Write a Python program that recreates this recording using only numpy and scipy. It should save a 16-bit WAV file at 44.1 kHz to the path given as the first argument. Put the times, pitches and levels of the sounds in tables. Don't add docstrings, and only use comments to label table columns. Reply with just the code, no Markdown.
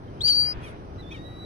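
import sys
import numpy as np
from scipy import signal
from scipy.io import wavfile
from scipy.ndimage import uniform_filter1d

SR = 44100
rng = np.random.default_rng(int(sys.argv[2]) if len(sys.argv) > 2 else 0)


def unload_audio(sound):
    columns = np.transpose(np.atleast_2d(sound))
    steps = np.round(np.clip(columns, -1, 1) * 32767)
    wavfile.write(sys.argv[1], SR, steps.astype(np.int16))


def volts_from_decibels(level):
    exponent = np.asarray(level, float) / 20
    return 10 ** exponent


N = 63945

# time in s, pitch in Hz, level in dB, octave level in dB, left-right in dB.
NEAR_PARTS = [
    [(.2055, 3150, -50, -72, 2.5), (.208, 3290, -36, -63, 4), (.212, 3610, -35, -58, 8),
     (.218, 3865, -27.5, -57, 7), (.222, 4050, -31, -54, 5), (.2243, 4280, -42, -51, .5),
     (.226, 4390, -36.5, -50, .5), (.228, 4210, -38, -53, -5), (.230, 4250, -43, -57, -10)],
    [(.234, 4330, -34, -58, -5), (.242, 4500, -27, -53, 5), (.252, 4610, -22, -50, 7.5),
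     (.262, 4682, -22, -50, 8), (.274, 4725, -22, -49.5, 8.5), (.282, 4720, -23, -49, 8),
     (.286, 4665, -20, -47, 7.5), (.298, 4678, -20.5, -46, 7), (.306, 4575, -19, -46, 6.5)],
    [(.312, 4535, -22, -48, 5.5), (.324, 4508, -23.5, -49, 4.5), (.334, 4520, -23.5, -50, 4),
     (.378, 4606, -22, -50.5, 6), (.392, 4615, -22, -50.5, 7), (.404, 4652, -22, -51, 8),
     (.42, 4670, -23, -51, 8.5), (.44, 4645, -26, -55, 8.5), (.452, 4688, -29, -57, 8.5)],
    [(.476, 4776, -29, -61, 8), (.504, 4892, -31, -65, 7.5), (.528, 4900, -36.5, -74, 7),
     (.541, 4890, -60, -96, -6)],
]
# time in s, pitch in Hz, level in dB,
# octave level in dB, left-right in dB.
REGISTER_JUMP = [(.339, 4480, -26.5, -53, 4.5), (.342, 4610, -25, -56, 5.5), (.35, 4650, -23, -54, 6.5),
                 (.354, 4600, -23.5, -54, 7), (.357, 4690, -24, -54, 7.5), (.362, 4710, -26.5, -56, 8),
                 (.368, 4712, -24.5, -55, 8), (.3705, 4600, -23, -55, 7.5)]
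# centre in s, length in s, flutter in dB, flutter in Hz, width in Hz.
ROUGH_SPELLS = [(.2755, .004, -18, 1200, 1200), (.279, .003, -14, 1300, 1200),
                (.2825, .004, -11, 1100, 1400), (.2885, .004, -17, 1000, 400),
                (.285, .055, -26, 1500, 3200), (.342, .003, -22, 900, 900), (.357, .03, -23, 700, 1600),
                (.31, .17, -31, 900, 3000), (.398, .012, -26, 700, 500), (.385, .03, -38, 1800, 500),
                (.226, .008, -16, 700, 1000), (.212, .014, -21, 2000, 5000), (.528, .01, -23, 1000, 1600)]
# centre in s, length in s, level below pitch in dB, level above pitch in dB.
TRIPLING = (.297, .013, -19, -30)
# time in s, pitch in Hz, level in dB, half-pitch line in dB,
# left-right in dB.
FAR_PARTS = [
    [(0.978, 3966, -86, -6, 4), (0.984, 3938, -56.5, -7, 1), (1.004, 4015, -53, -5, -9),
     (1.012, 3904, -47, -19, 1)],
    [(1.03, 3554, -57.5, -16, -12), (1.056, 3494, -59.5, -21, -13), (1.08, 3530, -53, -26, -7),
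     (1.1, 3614, -54, -14, -7)],
    [(1.14, 3697, -57, -8, 19), (1.196, 3755, -56.5, -2, 10), (1.234, 3817, -60.5, -9, -23),
     (1.266, 3853, -49.5, -11.5, -8), (1.336, 3860, -56.5, -7, 3), (1.382, 3908, -53, -11.5, -2),
     (1.416, 3920, -47.5, -28, -2), (1.45, 3912, -47, -20, -2)],
]
# time in s, pitch in Hz, level in dB, half-pitch line in dB,
# left-right in dB.
FAR_DROP = [
    (1.017, 3850, -68, -12, -3.5),
    (1.024, 3640, -62, -16, -5),
]
# multiple of the pitch, level in dB.
FAR_PARTIALS = [(1, 0), (1.5, -30), (2, -32), (2.5, -38)]
# start in s, length in s, level in dB, top pitch in Hz, end pitch as a share of the top.
SQUAWKS = [
    (.628, .085, -43, 835, .75),
    (1.108, .08, -40, 845, .76),
]
# centre in Hz, width in Hz, level in dB.
BEAK_RESONANCES = [(2380, 560, 1), (3150, 800, -5), (3650, 450, -9), (5800, 400, -16), (7700, 500, -26),
                   (10400, 1200, -28)]
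# share of its length, level in dB.
SQUAWK_EFFORT = [(0, -8), (.09, -5), (.19, 2), (.29, -2), (.37, -8), (.48, -2), (.62, -5), (.75, -9),
                 (1, -12)]
# start in s, length in s, level in dB,
# pitch in Hz.
PEEPS = [
    (.079, .013, -62, 3150),
    (.173, .011, -65, 3130),
    (.156, .006, -70, 5200),
    (.198, .004, -60, 3900),
    (.201, .002, -58, 3600),
    (1.109, .014, -50, 2310),
    (1.112, .012, -57, 3110),
]
# centre in s, length in s, level in dB, centre in Hz, width in octaves.
RASPS = [
    (.67, .1, -63, 2800, 1.0),
    (1.155, .1, -62, 3000, .8),
    (.279, .012, -41, 3300, .2),
    (.428, .02, -66, 5950, .04),
    (.48, .06, -72, 8500, .06),
]
# centre in s, length in s, level in dB, centre in Hz, width in octaves.
RUSTLES = [
    (0.466, 0.056, -52.5, 1700, 1),
    (0.58, 0.33, -52, 1230, 1),
    (0.67, 0.085, -65, 10000, 0.23),
    (0.24, .08, -72, 2100, 0.26),
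    (0.442, 0.13, -42.5, 117, 0.38),
    (.572, 0.035, -33, 65, 0.65),
    (0.896, 0.061, -42, 68, 0.46),
    (1.424, 0.13, -55, 170, 0.34),
    (1.29, 0.28, -77, 11000, 0.51),
]
# frequency in Hz, density in dB per Hz.
WIND_SPECTRUM = [(12, -45), (20, -34.5), (64, -0.5), (182, -12.5), (248, -15), (285, -10), (468, -16.5),
                 (518, -17.5), (1200, -27.5), (1560, -83), (2640, -120)]
# frequency in Hz, density in dB per Hz.
AIR_SPECTRUM = [(1200, 1), (2000, -11.5), (3300, -18), (6200, -23), (6800, -51), (8200, -34), (10000, -34),
                (11600, -36.5)]
# frequency in Hz, left-right likeness from 0 to 1.
PORT_LIKENESS = [(30, .3), (55, .6), (140, .94), (300, .91), (600, .68), (1400, .4), (3000, .15),
                 (5000, .1)]
# frequency in Hz, left-right in dB.
PORT_BALANCE = [(60, -0.5), (200, 0), (700, 3.5), (1300, 1), (3000, -4), (8000, -2.5)]
# centre in s, length in s, low edge in Hz, high edge in Hz.
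HISS_GATE = (.455, .11, 5600, 8200)


def evened(x):
    return x / np.sqrt(np.mean(abs(x) ** 2) + 1e-20)


def read(points, hz):
    f, value = np.transpose(points)
    return np.interp(np.log(hz + 1), np.log(f + 1), value)


def bump(centre, length):
    return np.exp(-abs((np.arange(N) / SR - centre) / (length / 1.8)) ** 3)


def curve(parts):
    t = np.arange(N) / SR
    rows = np.array(sorted(tuple(row) for part in parts for row in part))
    inside = 1. * (t >= rows[0, 0]) * (t <= rows[-1, 0])
    columns = [uniform_filter1d(np.interp(t, rows[:, 0], c), size=60) for c in rows.T[1:]]
    return columns, uniform_filter1d(inside, size=90)


def placed(z, pan_db, lag_rad):
    left = volts_from_decibels(pan_db / 2) * np.exp(1j * lag_rad)
    right = volts_from_decibels(-pan_db / 2)
    return np.sqrt(2) * np.real([z * left, z * right]) * 2 / abs(left + right)


def flutter(hz, width):
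    f = np.fft.fftfreq(N, 1 / SR)
    z = rng.standard_normal(N) + 1j * rng.standard_normal(N)
    return evened(np.fft.ifft(z * np.exp(-.5 * ((abs(f) - hz) / (width / 2)) ** 2)))


def near_whistle():
    (hz, db, octave_db, pan), gate = curve([*NEAR_PARTS, REGISTER_JUMP])
    third = np.exp(1j * 2 * np.pi * np.cumsum(hz) / SR / 3)
    shake = 1 + volts_from_decibels(-35) * flutter(0, 500)
    for centre, length, flutter_db, flutter_hz, width in ROUGH_SPELLS:
        shake = shake + volts_from_decibels(flutter_db) * bump(centre, length) * flutter(flutter_hz, width)
    centre, length, low_db, high_db = TRIPLING
    tripled = bump(centre, length) * (volts_from_decibels(low_db) * third ** 2 + volts_from_decibels(high_db) * (third ** 4 + .5 * third))
    main = volts_from_decibels(db) * (shake * third ** 3 + tripled)
    octave_shake = 1 + 0.43 * (shake - 1) + 0.081 * flutter(0, 900)
    octave = volts_from_decibels(octave_db) * octave_shake * third ** 6
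    return gate * (placed(main, pan, -1.78) + placed(octave, pan - 2, -1.93))


def far_whistle():
    (hz, db, half_db, pan), gate = curve([*FAR_PARTS, FAR_DROP])
    phase = 2 * np.pi * np.cumsum(hz) / SR
    tone = sum(volts_from_decibels(d) * np.exp(1j * k * phase) for k, d in FAR_PARTIALS)
    tone = tone * (1 + 0.13 * flutter(0, 97))
    half = volts_from_decibels(db + half_db) * np.exp(.5j * phase)
    return gate * (placed(volts_from_decibels(db) * tone, pan, -0.41) + placed(half, 12.0, -.6))


def squawk(start, length, db, top_hz, end):
    hold, rough, port_lag_s = .24, .28, .0003
    u = np.clip((np.arange(N) / SR - start) / length, 0, 1)
    sag = np.clip((u - hold) / (1 - hold), 0, 1)
    hz = top_hz * (1 - (1 - end) * sag ** 1.15 - .04 * np.exp(-u / .08))
    phase = 2 * np.pi * np.cumsum(hz) / SR
    out = np.zeros((2, N))
    for k in range(1, 17):
        resonance = sum(volts_from_decibels(d) * np.exp(-((k * hz - f) / (w / 2)) ** 2) for f, w, d in BEAK_RESONANCES)
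        tone = resonance * np.exp(1j * k * phase)
        for port in range(2):
            shake = 1 + rough * flutter(0, 60 * k) + .15 * flutter(0, 120)
            lag = np.exp(1j * port * 2 * np.pi * k * hz * port_lag_s)
            out[port] += (tone * shake * lag).real
    effort = volts_from_decibels(db + np.interp(u, *np.transpose(SQUAWK_EFFORT)))
    return effort * np.clip(u / .05, 0, 1) * np.clip((1 - u) / .12, 0, 1) * out


def peeps():
    t = np.arange(N) / SR
    out = np.zeros((2, N))
    for start, length, db, hz in PEEPS:
        blip = volts_from_decibels(db) * bump(start + length / 2, length) * np.exp(1j * 2 * np.pi * hz * t)
        out += placed(blip, 2.5, 0.094)
    return out


def puffs(rows):
    out = np.zeros((2, N))
    for centre, length, db, hz, octaves in rows:
        noise = wash(lambda f: -6 * (np.log2((f + 1) / hz) / octaves) ** 2, 1.8, .1)
        out += volts_from_decibels(db) * bump(centre, length) * noise
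    return out


def rasps():
    return puffs(RASPS)


def rustles():
    return puffs(RUSTLES)


def field(x):
    t60_s, level_db = .08, -34
    t = np.arange(SR // 2) / SR
    taps = rng.standard_normal((2, len(t))) * (rng.random((2, len(t))) < .05)
    taps = taps * volts_from_decibels(-60 * t / t60_s) * (t > .003)
    return volts_from_decibels(level_db) * signal.fftconvolve(x, taps / np.linalg.norm(taps[0]), axes=1)[:, :N]


def wash(shape_db, patchy_db, swell_db):
    port_lag_s = 0.00042
    frames, hz = N // 256 + 5, np.fft.rfftfreq(1024, 1 / SR)
    a, b, c, d, patches = rng.standard_normal((frames, 513, 5)).T
    swell = evened(uniform_filter1d(patches[0], size=20))
    patches = uniform_filter1d(patches, size=8, axis=0)
    patches = evened(uniform_filter1d(patches, size=10, axis=1))
    same = np.clip(read(PORT_LIKENESS, hz), -1, 1)[:, None]
    lean = volts_from_decibels(read(PORT_BALANCE, hz) / 2)[:, None]
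    late = np.exp(1j * 2 * np.pi * hz * port_lag_s)[:, None]
    left = a + 1j * b
    right = same * late * left + np.sqrt(1 - same ** 2) * (c + 1j * d)
    z = np.array([left * lean, right / lean])
    z *= volts_from_decibels(shape_db(hz)[:, None] + patchy_db * patches + swell_db * swell)
    x = signal.istft(z, nperseg=1024, noverlap=768)[1][:, :N]
    return x / np.sqrt(np.mean(x.mean(0) ** 2))


def wind():
    return volts_from_decibels(-40.5) * wash(lambda f: read(WIND_SPECTRUM, f) - 60 * (f > 1200), 1.0, 0.29)


def air():
    return volts_from_decibels(-60) * wash(lambda f: read(AIR_SPECTRUM, f) - 60 * (f <= 1200) - 40 * (f > 11700), 1.5, .8)


def scene():
    birds = near_whistle() + far_whistle() + peeps() + sum(squawk(*row) for row in SQUAWKS)
    return birds + field(birds) + rasps() + rustles() + wind() + air()


def top_cut(x):
    return signal.sosfilt(signal.butter(12, 15820, fs=SR, output="sos"), x)


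def record(dry):
    mic_top_hz, image_shift_hz, image_db = 11700, 9645, -33
    dry = signal.oaconvolve(dry, signal.firwin(255, mic_top_hz, fs=SR)[None], "same")
    centre, length, low_hz, high_hz = HISS_GATE
    hiss_band = signal.firwin(511, [low_hz, high_hz], pass_zero=False, fs=SR)
    hiss = signal.oaconvolve(dry, hiss_band[None], "same")
    dry = dry - bump(centre, length) * hiss
    band = signal.sosfilt(signal.butter(4, [3300, 5200], "band", fs=SR, output="sos"), dry)
    shift = np.exp(1j * 2 * np.pi * image_shift_hz * np.arange(N) / SR)
    image = (signal.hilbert(band) * shift).real
    return top_cut(dry + volts_from_decibels(image_db) * image)


dry = scene()
out = record(dry)
unload_audio(out)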